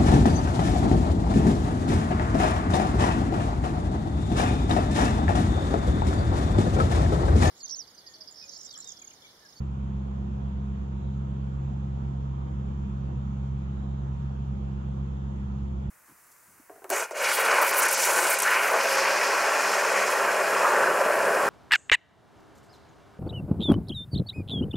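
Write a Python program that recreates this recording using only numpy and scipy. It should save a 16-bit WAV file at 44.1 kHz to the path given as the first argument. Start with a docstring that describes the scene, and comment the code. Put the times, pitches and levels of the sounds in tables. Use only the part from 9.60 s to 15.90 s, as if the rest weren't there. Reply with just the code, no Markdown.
"""A wall air-conditioner hums steadily in a small room: three deep, swaying fan tones over a rumbling
casing, the thin buzz of its compressor and motors, and air rushing through the grille.
Nearby, beer runs softly from a can onto its own foam, heard as a faint fizz of bursting bubbles.
Twice, the refrigerant (the cooling fluid) swells to a soft hiss in its coil."""
import sys
import numpy as np
from scipy import signal
from scipy.fft import rfft, irfft, next_fast_len
from scipy.io import wavfile
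from scipy.ndimage import uniform_filter1d, map_coordinates

SR = 44100
rng = np.random.default_rng(int(sys.argv[2]) if len(sys.argv) > 2 else 0)


def dump(signal):
    """Clip the signal to [-1, 1] and save it as 16-bit WAV at the path in sys.argv[1]."""
    limited = np.clip(np.atleast_2d(signal).T, -1, 1)
    pcm = np.round(limited * 32767).astype(np.int16)
    wavfile.write(sys.argv[1], SR, pcm)


N = 277830
TIME_S = np.arange(N) / SR
TOP_HZ = 15720  # highest pitch kept
SIDES = np.array([[.5], [-.5]])  # half up on the left, half down on the right


def amp(db):
    """Turn decibels into a number to multiply by."""
    return 10 ** (np.asarray(db) / 20)


def unit(x):
    """Scale a signal to an average power of one."""
    return x / np.sqrt(np.mean(x ** 2) + 1e-30)


def along(points, hz):
    """Read between (pitch_hz, value) points, spaced by octaves."""
    pitches, values = np.transpose(points)
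    return np.interp(np.log(hz + 1), np.log(pitches + 1), values)


def wobble(rate):
    """A smooth curve through `rate` random values a second."""
    knots = rng.standard_normal(1024)
    coarse = np.linspace(0, N, 4096)
    return np.interp(np.arange(N), coarse, map_coordinates(knots, [coarse * rate / SR], mode="wrap"))


def filtered(x, response):
    """Scale each pitch by response(hz); mirrored ends keep the edges smooth."""
    edge = 8192
    wide = np.pad(x, ((0, 0), (edge, edge)), mode="reflect", reflect_type="odd")
    size = next_fast_len(N + 2 * edge)
    return irfft(rfft(wide, size) * response(np.fft.rfftfreq(size, 1 / SR)), size)[:, edge:edge + N]


def turning(hz):
    """The angle of something that turns at a changing rate."""
    return 2 * np.pi * (np.cumsum(hz) / SR + rng.random())


def fan(blade_hz=67.48, drift=.001, flutter_hz=6, fade_s=.09, pan_db=-.93, lag_rad=.17):
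    """Each passing blade sends out a rounded sawtooth of pressure, whose shape slowly sways."""
    # three tones; as the second swells the others give way: level_db, db_per_sway_db, flutter_db
    blade_tones = [(-34, -0.2, 0.38), (-35.5, 1, 0.55), (-40, -0.27, 1)]
    # slow sway of the second tone: time_s, change_db
    sway = [(0, -2), (0.5, -2), (0.82, -4), (1.2, -4), (1.6, 1.5), (2.6, 2.2), (3.25, -1), (3.65, 2.1),
            (4.1, -1.1), (4.55, 1.2), (5.0, -0.9), (5.33, 1.5), (5.78, -5), (6.3, -4.5)]
    # brief dips of the third tone: middle_s, depth_db
    fades = [(2.0, 3), (2.81, 7), (4.56, 3.8)]
    angle = turning(blade_hz * (1 + drift * wobble(1.508)))
    sway_db = np.interp(TIME_S, *np.transpose(sway))
    levels = [db + follows * sway_db + flutter * wobble(flutter_hz)
              for db, follows, flutter in blade_tones]
    levels[2] -= sum(depth * np.exp(-.5 * ((TIME_S - middle) / fade_s) ** 2) for middle, depth in fades)
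    hum = sum(-amp(db) * np.sin(k * angle + lag_rad * SIDES) for k, db in enumerate(levels, 1))
    return np.sqrt(2) * hum * amp(pan_db * SIDES)


def tone(angle, hz, left_db, right_db, lag_rad):
    """The room brings a tone to each ear differently; high tones waver more in the moving air."""
    waver = np.clip(hz / 2000, .15, .4)
    gain = (1 + waver * (wobble(7) + 1j * wobble(7))) / np.sqrt(1 + 2 * waver ** 2)
    phase = angle + lag_rad * SIDES + 2 * np.pi * rng.random()
    return np.sqrt(2) * amp([[left_db], [right_db]]) * np.imag(gain * np.exp(1j * phase))


def compressor(shaft_hz=58.345, drift=.00029):
    """The piston buzzes at whole multiples of one almost steady shaft speed."""
    # piston tones: shaft_multiple (rounded below), left_db, right_db, lag_between_ears_rad
    piston_tones = [(2, -55.5, -49, .2), (3, -53.5, -54.5, .1), (4, -57, -58, .5), (4.9, -68.5, -62.5, 2.6),
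                    (5.8, -58, -61, .4), (13, -73.5, -72, 3), (14, -64.5, -62, 2.47),
                    (14.8, -78.5, -66, 1.3), (15.8, -65.5, -67.5, 0.62), (17, -64, -68, 2.7),
                    (17.9, -74.5, -69.5, .3), (22.6, -76, -79, 3.4), (22, -77, -75.5, 3),
                    (23, -82.5, -74, 0.83), (25, -90, -75, 1.4), (55, -86.5, -86, .2),
                    (57.3, -85.5, -84, .4), (59, -85.5, -94, .9), (62, -92, -86.5, 2.2),
                    (106, -91, -95.5, .8), (116, -95, -95, 2.9)]
    angle = turning(shaft_hz * (1 + drift * wobble(2)))
    return sum(tone(round(k) * angle, k * shaft_hz, *arrival) for k, *arrival in piston_tones)


def motors(drift=.0004):
    """Motors, mains power and bearings add tones that throb against the compressor."""
    # their tones: pitch_hz
    pitches = [59.4, 80.8, 120, 178.3, 236.7, 360, 902.6, 2432.9, 3026.3, 3085.6, 3263.6]
    # how each tone arrives: left_db, right_db, lag_between_ears_rad
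    arrivals = [(-52, -44.5, 1), (-61, -58, .3), (-56, -56, .4), (-57, -56, .2), (-63.5, -62.5, 0.46),
                (-64.5, -63.5, 1.9), (-76.5, -71.5, 1.5), (-77.5, -91.5, 1.5), (-87, -94.5, .1),
                (-87, -83, .8), (-79.5, -83, 3.3)]
    speed = 1 + drift * wobble(2)
    return sum(tone(turning(hz * speed), hz, *arrival) for hz, arrival in zip(pitches, arrivals))


def air(patchy_db=1.18):
    """Swirling air booms in the casing and hisses at the grille; only the bass is alike in both ears."""
    # low rumble in the casing: pitch_hz, level_db_per_hz
    rumble = [(20, -79.5), (42, -72), (52, -69.5), (80, -62), (96, -64.5), (106, -74.5), (118, -61),
              (142, -59.5), (158, -70.5), (180, -63), (215, -69), (232, -68.5), (255, -74), (280, -77)]
    # rush in the duct: pitch_hz, level_db_per_hz
    duct = [(310, -71), (370, -75.5), (410, -76), (510, -77.0), (580, -79.5), (660, -83), (710, -79),
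            (800, -83), (1100, -83.5), (1400, -89), (1550, -92), (1720, -92.5), (2050, -97.5), (2750, -99)]
    # high hiss at the grille: pitch_hz, level_db_per_hz
    grille = [(3200, -99.8), (3650, -102), (4150, -109.3), (4330, -106.8), (4700, -110), (5700, -111.8),
              (6400, -106.8), (7250, -106.8), (7700, -114.8), (8250, -129), (9400, -127.5), (10850, -136),
              (12500, -132.3), (15500, -131.8)]
    # how wide the air sounds: pitch_hz, side_minus_middle_db
    widths = [(25, -6.5), (50, -10.5), (87, -12.5), (140, -14), (200, -12.5), (270, -7), (390, 2), (570, 6),
              (820, 4), (1100, 3), (1740, 4.5), (2540, 1.1), (3690, 0), (7800, 2)]
    # which way it leans: pitch_hz, left_minus_right_db
    tilt = [(60, -0.5), (93, 1), (150, -1), (230, -4), (350, 1), (550, -2), (850, -3), (1330, -3.5),
            (2070, -2.0), (3220, -1.5), (5010, -2), (7800, 3.5)]
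    # make the noise a little louder or softer in random patches of pitch and time
    spectrum = signal.stft(rng.standard_normal((2, N)), nperseg=512)[2]
    patches = uniform_filter1d(rng.standard_normal(spectrum.shape[1:]), size=5, axis=0)
    patches = uniform_filter1d(patches, size=16, axis=1)
    noise = signal.istft(spectrum * amp(patchy_db * unit(patches)), nperseg=512)[1][:, :N]

    def colour(hz):
        width = amp(along(widths, hz))
        shares = np.array([np.ones_like(hz), width]) / np.hypot(1, width)
        return amp(along(rumble + list(duct) + grille, hz)) * shares

    middle, side = filtered(noise * np.sqrt(SR / 2), colour)
    left_right = np.array([middle + side, middle - side])
    return filtered(left_right, lambda hz: amp(SIDES * along(tilt, hz)) * walls(hz))


def walls(hz, ripple_db=2.0, step_hz=28):
    """Wall echoes boost some pitches and weaken others, differently at each ear; bass is barely touched."""
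    knots = rng.standard_normal((2, 2048))
    ripple = np.array([np.interp(hz / step_hz, np.arange(len(ear)), ear) for ear in knots])
    return amp(ripple_db * ripple * np.clip(hz / 1500, 0, 1))


def bubbles(starts_s, sizes, pitch_hz, spread, cycles):
    """Each bursting bubble rings for a few cycles at its own pitch and place."""
    detune, pan, lag = np.hsplit(rng.standard_normal((len(starts_s), 3)), 3)
    hz = np.clip(pitch_hz * np.exp(spread * detune), 1500, TOP_HZ)
    age = np.arange(128)  # in samples
    turns = hz * age / SR
    ring = sizes[:, None] * np.exp(-turns / cycles)
    at = ((starts_s * SR).astype(int)[:, None] + age).ravel()
    ears = [ring * amp(3 * side * pan) * np.sin(2 * np.pi * turns + 2 * side * lag) for side in SIDES]
    return np.array([np.bincount(at, ear.ravel(), N)[:N] for ear in ears])


def foam(bubbles_per_s=1500, size_spread_db=3.0, fizz_db=-94.5, growth_db_per_s=.4,
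         flurry_db=1.6, flurries_per_s=14, pop_boost_db=1, pan_db=1.0):
    """Tiny bubbles burst in flurries, louder as the beer's foam builds; a few larger ones pop singly."""
    # tone colour of the fizz: pitch_hz, gain_db
    colour = [(1500, -24), (3500, 5), (7200, 4.5), (8200, -2.5), (9400, 0), (10000, -9.5), (10450, 1.5),
              (10900, -12.5), (15500, -12.5)]
    # the larger bubbles: start_s, level_db (before the boost)
    big_bubbles = [(0.6, -72), (1.7194, -78.5), (1.9494, -76.5), (2.7994, -81.5), (3.6694, -79),
                   (3.8797, -76), (4.1794, -80), (4.8229, -78), (5.3594, -77)]
    when, rarity = rng.random((int(bubbles_per_s * N / SR), 2)).T
    sizes = amp(-size_spread_db * np.log(np.maximum(rarity, .02)))
    fizz = bubbles(when * N / SR, sizes, pitch_hz=8000, spread=.3, cycles=4)
    fizz = filtered(fizz, lambda hz: amp(along(colour, hz)) * walls(hz))
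    fizz /= np.std(filtered(fizz, lambda hz: (hz > 8300) & (hz < 11000)))  # fizz_db refers to this band
    starts_s, levels_db = np.transpose(big_bubbles)
    pops = bubbles(starts_s, amp(levels_db + pop_boost_db), pitch_hz=8800, spread=.1, cycles=9)
    loudness = amp(fizz_db + growth_db_per_s * TIME_S + flurry_db * wobble(flurries_per_s))
    return room(loudness * fizz + pops) * amp(pan_db * SIDES)


def room(x, echo_db=1, die_away_s=.25):
    """The small room blurs each tick with a short wash of echoes."""
    t = np.arange(SR // 4) / SR
    tail = rng.standard_normal((2, len(t))) * amp(-60 * t / die_away_s)
    echo = signal.fftconvolve(x, tail / np.linalg.norm(tail[0]), axes=1)[:, :N]
    return (x + amp(echo_db) * echo) / np.hypot(1, amp(echo_db))


def refrigerant(pitch_hz=3800, width_hz=185, rest_db=-91, boost_db=1, rise_s=.15, fall_s=.06):
    """A narrow hiss in the cooling coil rises, holds and falls with each surge of fluid."""
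    # two soft surges: start_s, hold_s, level_db (before the boost)
    surges = [(1.45, .08, -74.5), (4.079, 0.32, -76)]
    hiss = filtered(rng.standard_normal((2, N)),
                    lambda hz: np.exp(-.5 * ((hz - pitch_hz) / width_hz) ** 2))
    swells = np.zeros(N)
    for start_s, hold_s, level_db in surges:
        rise = np.exp(-np.maximum(start_s - TIME_S, 0) / rise_s)  # full by start_s
        fall = np.exp(-np.maximum(TIME_S - start_s - hold_s, 0) / fall_s)
        swells += amp(level_db + boost_db) * rise * fall
    return np.hypot(amp(rest_db), swells) * unit(hiss)


def scene():
    """The air-conditioner and the beer sound together."""
    return fan() + compressor() + motors() + air() + refrigerant() + foam()


def record(dry):
    """Ease both ends over a few milliseconds and cut the very highest treble."""
    ease = signal.windows.tukey(N, .002)
    return filtered(dry * ease, lambda hz: hz < TOP_HZ)


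dry = scene()
out = record(dry)
dump(out)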